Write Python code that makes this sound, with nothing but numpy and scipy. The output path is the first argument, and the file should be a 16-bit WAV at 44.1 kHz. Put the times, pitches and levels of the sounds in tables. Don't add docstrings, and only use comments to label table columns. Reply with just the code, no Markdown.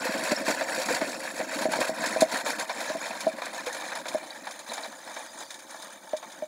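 import sys
import numpy as np
from scipy import signal
from scipy.io import wavfile
from scipy.ndimage import uniform_filter1d

SR = 44100
rng = np.random.default_rng(int(sys.argv[2]) if len(sys.argv) > 2 else 0)


def wav_out(sig):
    wavfile.write(sys.argv[1], SR, np.round(np.clip(np.atleast_2d(sig).T, -1, 1) * 32767).astype(np.int16))


N = 285327
T = np.arange(N) / SR


# f/Hz, level/dB
STONE_SPECTRUM = [(100, -52.5), (400, -9.5), (520, -2.5), (950, -4), (1700, -2), (2400, -5), (4000, -8.5),
                  (16000, -37.5)]
GRIT_SPECTRUM = [(300, -88), (1500, 8), (3700, 3.5), (7100, 4.5), (10500, -2.5), (12200, -12.5),
                 (15800, -11)]

def discs():
    bumps_db = 0.8 * wander(rate_hz=18)
    grind_db = grinding_level() + bumps_db
    _, _, grit_db = passing_levels()
    breaks = fractures(per_s=300, spread_db=4, t60=0.055)
    stones = breaks + gain_of(-6.5) * pebbles(count=5000, lo_hz=480, hi_hz=3010, cycles=80, spread_db=2)
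    sand = fractures(per_s=380, spread_db=5.5, t60=0.02)
    chips = pebbles(count=7000, lo_hz=2800, hi_hz=13500, cycles=190, spread_db=4.7)
    grit = gain_of(-2) * breaks + gain_of(-3.5) * sand + gain_of(-2.5) * chips
    coarse = colour(stones * gain_of(grind_db - 6.5), STONE_SPECTRUM)
    fine = colour(grit * gain_of(grind_db + grit_db - 12), GRIT_SPECTRUM)
    return coarse + fine


# t/s, duration/s, level/dB re steady rolling
BITES = [(0.242, 0.074, 1.5), (0.459, 0.058, 5), (0.663, 0.31, 2.5), (1.506, 0.15, -0.5),
         (1.706, 0.14, 1.5), (2.004, 0.13, 3), (2.309, 0.074, 3.5), (2.441, 0.079, 4), (2.58, 0.037, 4.5),
         (2.786, 0.32, 0), (2.998, 0.066, -0.5), (3.526, 0.081, 4.5), (3.655, 0.36, 2.5),
         (4.051, 0.13, 2.5), (4.673, 0.2, 3.5), (5.06, 0.21, 2.5), (5.37, 0.059, 6), (5.69, 0.25, -0.5)]
LULLS = [0.436, 0.665, 1.175, 1.335, 1.473, 1.685, 1.93, 2.275, 2.441, 2.67, 2.965, 3.35, 4.03, 5.655, 6.0,
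         6.46]

def grinding_level(rise_s=0.0084, release_t60=0.11, lull_db=-6, lull_width_s=0.02):
    power, t = np.ones(N), T[:SR]
    for start, duration, db in BITES:
        attack = np.minimum(t / rise_s, 1)
        fall_db = 60 * np.maximum(t - duration, 0) / release_t60
        add(power, start, (attack * gain_of(db - fall_db)) ** 2)
    rolling_db, _, _ = passing_levels()
    dips_db = lull_db * sum(np.exp(-((T - at) / lull_width_s) ** 2) for at in LULLS)
    return rolling_db + 10 * np.log10(power) + dips_db


# t/s, rolling level/dB, rumble level/dB, grit level/dB (each on its own relative scale)
PASS_BY = [(0, -28, -38, -2), (1.3, -32.5, -43.5, 1), (2.2, -30, -39.5, -3), (2.7, -32.5, -51, -1.5),
           (3.3, -35.5, -46.5, -3), (4.4, -40, -54, -1.5), (5.499, -45, -57.5, 2.5),
           (6.47, -44.5, -57.5, -1)]

def passing_levels():
    times, *levels = np.transpose(PASS_BY)
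    return [np.interp(T, times, db) for db in levels]


def fractures(per_s, spread_db, t60):
    when, size, chance = rng.random((3, 16384))
    happens = chance < per_s * T[-1] / len(when)
    amplitudes = gain_of(spread_db * np.minimum(-np.log(size), 3)) * happens
    onsets = np.bincount((when * N).astype(int), amplitudes ** 2, N)
    power = signal.lfilter([1], [1, -gain_of(-60 / (t60 * SR)) ** 2], onsets)
    envelope = np.sqrt(abs(uniform_filter1d(power, size=SR // 300)))
    return unit_rms(envelope * rng.standard_normal(N))


def pebbles(count, lo_hz, hi_hz, cycles, spread_db):
    when, pitch, size = rng.random((count, 3)).T
    hz, t = np.geomspace(lo_hz, hi_hz, 256)[:, None], T[:640]
    t60 = np.minimum(cycles / hz, 0.03)
    weight = np.sqrt(hz / t60)
    rings = gain_of(-60 * t / t60) * weight * np.sin(2 * np.pi * hz * t)
    gains = gain_of(spread_db * np.minimum(-np.log(size), 3))
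    out = np.zeros(N + len(t))
    for at, stone, gain in zip((when * N).astype(int), (pitch * len(hz)).astype(int), gains):
        out[at:at + len(t)] += gain * rings[stone]
    return unit_rms(out[:N])


# t/s, relative level/dB, f/Hz, thud offset/dB,
# side-mode offset/dB (low for a square blow)
KNOCKS = [(0.055, -27, 504, -21, -1), (0.141, -30, 639, -23, 10), (0.318, -19, 594, -4.5, 0.5),
          (0.48, -23, 620, -4.5, 1), (0.5, -26.5, 555, -3, 6), (0.61, -25, 637, -29, -14),
          (0.779, -26, 524, -21, -16), (0.907, -25.5, 506, -21, -15), (1.019, -27.5, 608, -2.5, -6),
          (1.394, -23.5, 515, -33, -24), (1.403, -24.5, 633, -11, 5), (1.655, -18, 627, -12, -1),
          (1.686, -26, 630, -7.5, -9), (1.789, -20, 621, -13, 3), (1.809, -22.5, 630, -11, 7),
          (1.894, -23, 635, -13, 2), (2.162, -18, 634, -21, 2.5), (2.2207, -11, 630, -11.5, 0),
          (2.901, -26.5, 624, -11, -4), (2.95, -24.5, 649, -12, -2.5), (3.2677, -15.5, 638, -15.5, -4),
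          (3.669, -27, 500, -42, -23), (4.147, -19, 617, -17, -3), (6.134, -21, 616, -25, -11),
          (6.4228, -25, 612, -20, -18)]
# frequency ratio, level/dB, decay-time ratio
FRAME_MODES = [(.85, 3, 0.27), (1.003, 1.5, 1.21), (1.16, -11.5, 1.1), (1.55, -11.5, 0.39),
               (2.7, -16.5, 0.17)]
# f/Hz, level/dB, T60/s
BED_MODES = [(234, -13, 0.066), (298, 7, 0.021), (374, 2.5, 0.04)]

def knocks(base_t60=0.098, choke_s=0.036, tail_db=-8):
    ring, thump, t = np.zeros(N), np.zeros(N), T[:SR // 6]
    thud = sum(gain_of(db - 60 * t / t60) * np.sin(2 * np.pi * hz * t) for hz, db, t60 in BED_MODES)
    thud *= attack_curve(t, 0.002)
    spots_db = -0.5 * rng.uniform(-0.77, 1, (len(KNOCKS), len(FRAME_MODES)))
    is_side_mode = np.array([abs(ratio - 1) > 0.05 for ratio, _, _ in FRAME_MODES])
    chokes = choke_s * rng.uniform(0.9, 1.3, len(KNOCKS))
    for (start, db, hz, thud_db, side_db), spot_db, choke in zip(KNOCKS, spots_db, chokes):
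        modes = np.zeros(len(t))
        for (ratio, mode_db, hold), strike_db in zip(FRAME_MODES, spot_db + side_db * is_side_mode):
            decay = gain_of(mode_db + strike_db - 60 * t / (base_t60 * hold))
            modes += decay * np.sin(2 * np.pi * hz * ratio * t)
        friction = gain_of(np.maximum(-20 * (t / choke) ** 3, tail_db))
        knock = modes * attack_curve(t, 0.0014) * friction
        add(ring, start, gain_of(db + 2.5) * knock / abs(knock).max())
        add(thump, start, gain_of(db + thud_db + 8.5) * thud)
    highpass = signal.butter(4, 160, "highpass", fs=SR, output="sos")
    judder = 1 + 0.2 * wander(rate_hz=140)
    return ring * judder + signal.sosfilt(highpass, thump)


# t/s, relative level/dB
CRUNCHES = [(0.066, -25), (0.139, -26), (0.309, -22.5), (0.373, -31.5), (0.48, -23), (0.609, -24),
            (0.886, -23.5), (0.964, -27.5), (1.013, -23), (1.4, -28), (1.492, -32), (1.62, -26),
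            (1.734, -21.5), (1.811, -22.5), (2.04, -25), (2.344, -27), (2.461, -27.5), (2.593, -30.5),
            (2.695, -23), (2.761, -34), (2.893, -27.5), (3.057, -30.5), (3.107, -32), (3.382, -33),
            (3.419, -28), (3.465, -29.5), (3.666, -28), (3.82, -31), (3.918, -28.5), (3.958, -31),
            (4.055, -31), (4.23, -37), (4.469, -29.5), (4.716, -33), (4.778, -31), (4.846, -33),
            (4.925, -41), (5.073, -37), (5.106, -38.5), (5.164, -32.5), (5.205, -41.5), (5.743, -38.5),
            (6.13, -38.5), (6.227, -36.5), (6.418, -46)]
# f/Hz, level/dB
CRUSH_SPECTRUM = [(100, -31), (400, -3), (600, 9), (950, 7), (2300, 3.5), (4200, -9), (16000, -35)]
CLACK_SPECTRUM = [(150, -42), (600, -8.5), (4000, -8.5), (16000, 2)]

def crunches(lo_hz=702, hi_hz=4580, clack_t60=0.055):
    clack, t = np.zeros(N), T[:SR // 12]
    for (start, db), pitches in zip(CRUNCHES, rng.random((len(CRUNCHES), 10, 1))):
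        hz = lo_hz * (hi_hz / lo_hz) ** pitches
        modes = unit_rms(np.sin(2 * np.pi * hz * t).sum(0))
        add(clack, start, gain_of(db - 60 * t / clack_t60) * modes)
    split = bursts(CRUNCHES, rise_s=0.0006, fade_s=0.021) * rng.standard_normal(N)
    debris = fractures(per_s=1500, spread_db=3, t60=0.006)
    crumble = gain_of(-4.5) * bursts(CRUNCHES, rise_s=0.007, fade_s=0.069) * debris
    crush = colour(crumble + split, CRUSH_SPECTRUM)
    return gain_of(1.3) * (crush + gain_of(-5) * colour(clack, CLACK_SPECTRUM))


# t/s, relative level/dB
SNAPS = [(0.048, -22.5), (0.1186, -27.5), (0.235, -22), (0.313, -18.5), (0.4539, -28.5), (0.503, -33),
         (0.856, -23), (0.92, -23), (0.945, -18), (1.093, -27), (1.6146, -21), (1.8028, -21),
         (1.8781, -22.5), (2.058, -20.5), (2.2058, -14), (2.21, -15.5), (2.316, -22.5), (2.4984, -21),
         (2.594, -23.5), (2.804, -26.5), (3.204, -21.5), (3.4535, -27.5), (3.661, -24.5), (3.7249, -26.5),
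         (3.95, -26), (4.0815, -23.5), (4.13, -34), (4.508, -28), (4.589, -32), (4.7336, -25),
         (5.5034, -28.5), (5.54, -33), (5.59, -34), (5.7044, -36.5), (5.821, -31), (6.165, -31.5),
         (6.317, -35.5)]
# f/Hz, level/dB
SNAP_SPECTRUM = [(300, -20), (1500, 9.5), (3700, 2.5), (5000, 0.5), (7000, 1.5), (10500, -4.5),
                 (12200, -10.5), (15800, -11)]

def snaps():
    crack = bursts(SNAPS, rise_s=0.003, fade_s=0.022)
    scatter = gain_of(-8) * bursts(SNAPS, rise_s=0.005, fade_s=0.06)
    hiss = rng.standard_normal(N)
    chips = pebbles(count=12000, lo_hz=2000, hi_hz=12000, cycles=120, spread_db=1)
    return gain_of(-4.5) * colour(unit_rms(hiss + chips) * np.hypot(crack, scatter), SNAP_SPECTRUM)


# f/Hz, level/dB
RUMBLE_SPECTRUM = [(25, -45), (100, -30), (150, -8), (210, 2), (335, 6.5), (430, 3), (540, 4.5),
                   (720, -22.5), (1400, -13), (4000, -70)]
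# f/Hz, bandwidth/Hz, level/dB re the shaking
SHIVER_MODES = [(538.2, 25, 1), (639, 17, -4)]

def rumble():
    _, rumble_db, _ = passing_levels()
    grind_db = grinding_level()
    bite_db = grind_db - uniform_filter1d(grind_db, size=SR // 2)
    shake = fractures(per_s=120, spread_db=5, t60=0.12) * gain_of(rumble_db + 0.12 * bite_db)
    ring = np.zeros(N)
    for hz, width, db in SHIVER_MODES:
        resonance = signal.lfilter(*signal.iirpeak(hz, hz / width, SR), shake)
        ring += gain_of(db) * np.sqrt(SR / (np.pi * width)) * resonance
    return gain_of(1.5) * colour(shake, RUMBLE_SPECTRUM) + ring


# t/s, relative level/dB, centre f/Hz
CLINKS = [(0.364, -13, 5190), (4.305, -23.5, 4200), (4.697, -22, 4130), (4.835, -20.5, 4220),
          (6.177, -35, 3620)]

def clinks(t60=0.04):
    out, t = np.zeros(N), T[:SR // 10]
    for (start, db, hz), detune in zip(CLINKS, rng.uniform(-1.07, 1, (len(CLINKS), 4, 1))):
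        modes = np.sin(2 * np.pi * hz * (1 + 0.087 * detune) * t).mean(0)
        add(out, start, gain_of(db - 3 - 60 * t / t60) * modes * attack_curve(t, 0.00052))
    return out


# t/s, starting f/Hz, final f/Hz
SQUEAKS = [(5.254, 4800, 4870), (5.42, 4800, 4520)]

def squeaks(duration_s=0.085, level_db=-52):
    out, size = np.zeros(N), int(duration_s * SR)
    waver = 1 + 0.016 * wander(rate_hz=400)[:size]
    envelope = gain_of(level_db) * np.sqrt(np.hanning(size))
    for start, start_hz, end_hz in SQUEAKS:
        cycles = np.cumsum(np.linspace(start_hz, end_hz, size) * waver) / SR
        add(out, start, envelope * np.sin(2 * np.pi * cycles))
    return out


# f/Hz, level/dB
AIR_SPECTRUM = [(25, -20), (90, -1), (250, -6), (700, -17), (2000, -6), (15000, -5)]

def air():
    return gain_of(-61) * colour(rng.standard_normal(N), AIR_SPECTRUM)


def gain_of(db):
    return 10 ** (np.asarray(db) / 20)


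def unit_rms(x):
    return x / np.sqrt(np.mean(x ** 2) + 1e-20)


def add(mix, start_s, sound):
    part = mix[max(round(start_s * SR), 0):][:len(sound)]
    part += sound[:len(part)]


def attack_curve(t, rise_s):
    return 1 - np.exp(-t / rise_s)


def bursts(events, rise_s, fade_s):
    power, t = np.zeros(N), T[:SR // 6]
    for start, db in events:
        add(power, start, (gain_of(db - 60 * (t / fade_s) ** 2) * attack_curve(t, rise_s)) ** 2)
    return np.sqrt(power)


def wander(rate_hz):
    return unit_rms(np.interp(2 * rate_hz * T, np.arange(N // 10), rng.standard_normal(N // 10)))


def minimum_phase(x, db_at, size=4096):
    log_gain = np.log(gain_of(db_at(abs(np.fft.fftfreq(size, 1 / SR)))))
    taps = np.fft.ifft(np.exp(np.conj(signal.hilbert(log_gain)))).real
    return signal.oaconvolve(x, taps[:size // 2])[:len(x)]


def colour(x, spectrum):
    hz, db = np.transpose(spectrum)

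    def db_at(f):
        shape = np.interp(np.log(f + 1), np.log(hz), db)
        return shape - 10 * np.log10(np.mean(gain_of(shape) ** 2))
    return minimum_phase(x, db_at)


def scene():
    return (discs() + rumble() + crunches() + snaps() + clinks() + knocks() + squeaks() + air())[None]


# near f/Hz, far f/Hz, width/Hz, near gain/dB, far gain/dB
PATH_BANDS = [(388, 419, 54, -8, -7.5), (819, 890, 25.6, -14.5, 6.5), (1004, 925, 107, 4, 2),
              (1185, 1340, 240, -9.5, -4.5), (2106, 2102, 215, -4.5, -8), (2390, 2310, 47, -3, 6.5),
              (2934, 2730, 310, -13, -16), (3490, 3200, 118, -11, -3), (3850, 3640, 110, -3.5, 5.5),
              (4560, 3840, 120, 4.5, 2.5), (4950, 4430, 86, -8, -4), (6040, 5670, 190, -6, -8),
              (6470, 6200, 330, -2.5, 5), (7270, 6830, 300, 0, 4.5), (8530, 8100, 480, -6.5, -6.5),
              (10100, 8900, 740, -1.5, 4.5), (13200, 11330, 430, -6, -8)]

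def record(dry):
    near_until_s, far_from_s, cutoff_hz = 0.64, 5.98, 15750

    def heard_at(place):
        bands = [(np.interp(place, [0, 1], row[:2]), row[2], np.interp(place, [0, 1], row[3:]))
                 for row in PATH_BANDS]

        def db_at(f):
            return sum(db * np.exp(-((f - hz) / width) ** 2) for hz, width, db in bands)
        return minimum_phase(dry[0], db_at)
    places = np.linspace(0, 1, 9)
    away = np.interp(T, [near_until_s, far_from_s], [0, 1])
    heard = sum(heard_at(place) * np.interp(away, places, places == place) for place in places)
    lowpass = signal.firwin(511, cutoff_hz, window=("kaiser", 9), fs=SR)
    return signal.oaconvolve(heard, lowpass, "same")[None]


dry = scene()
out = record(dry)
wav_out(out)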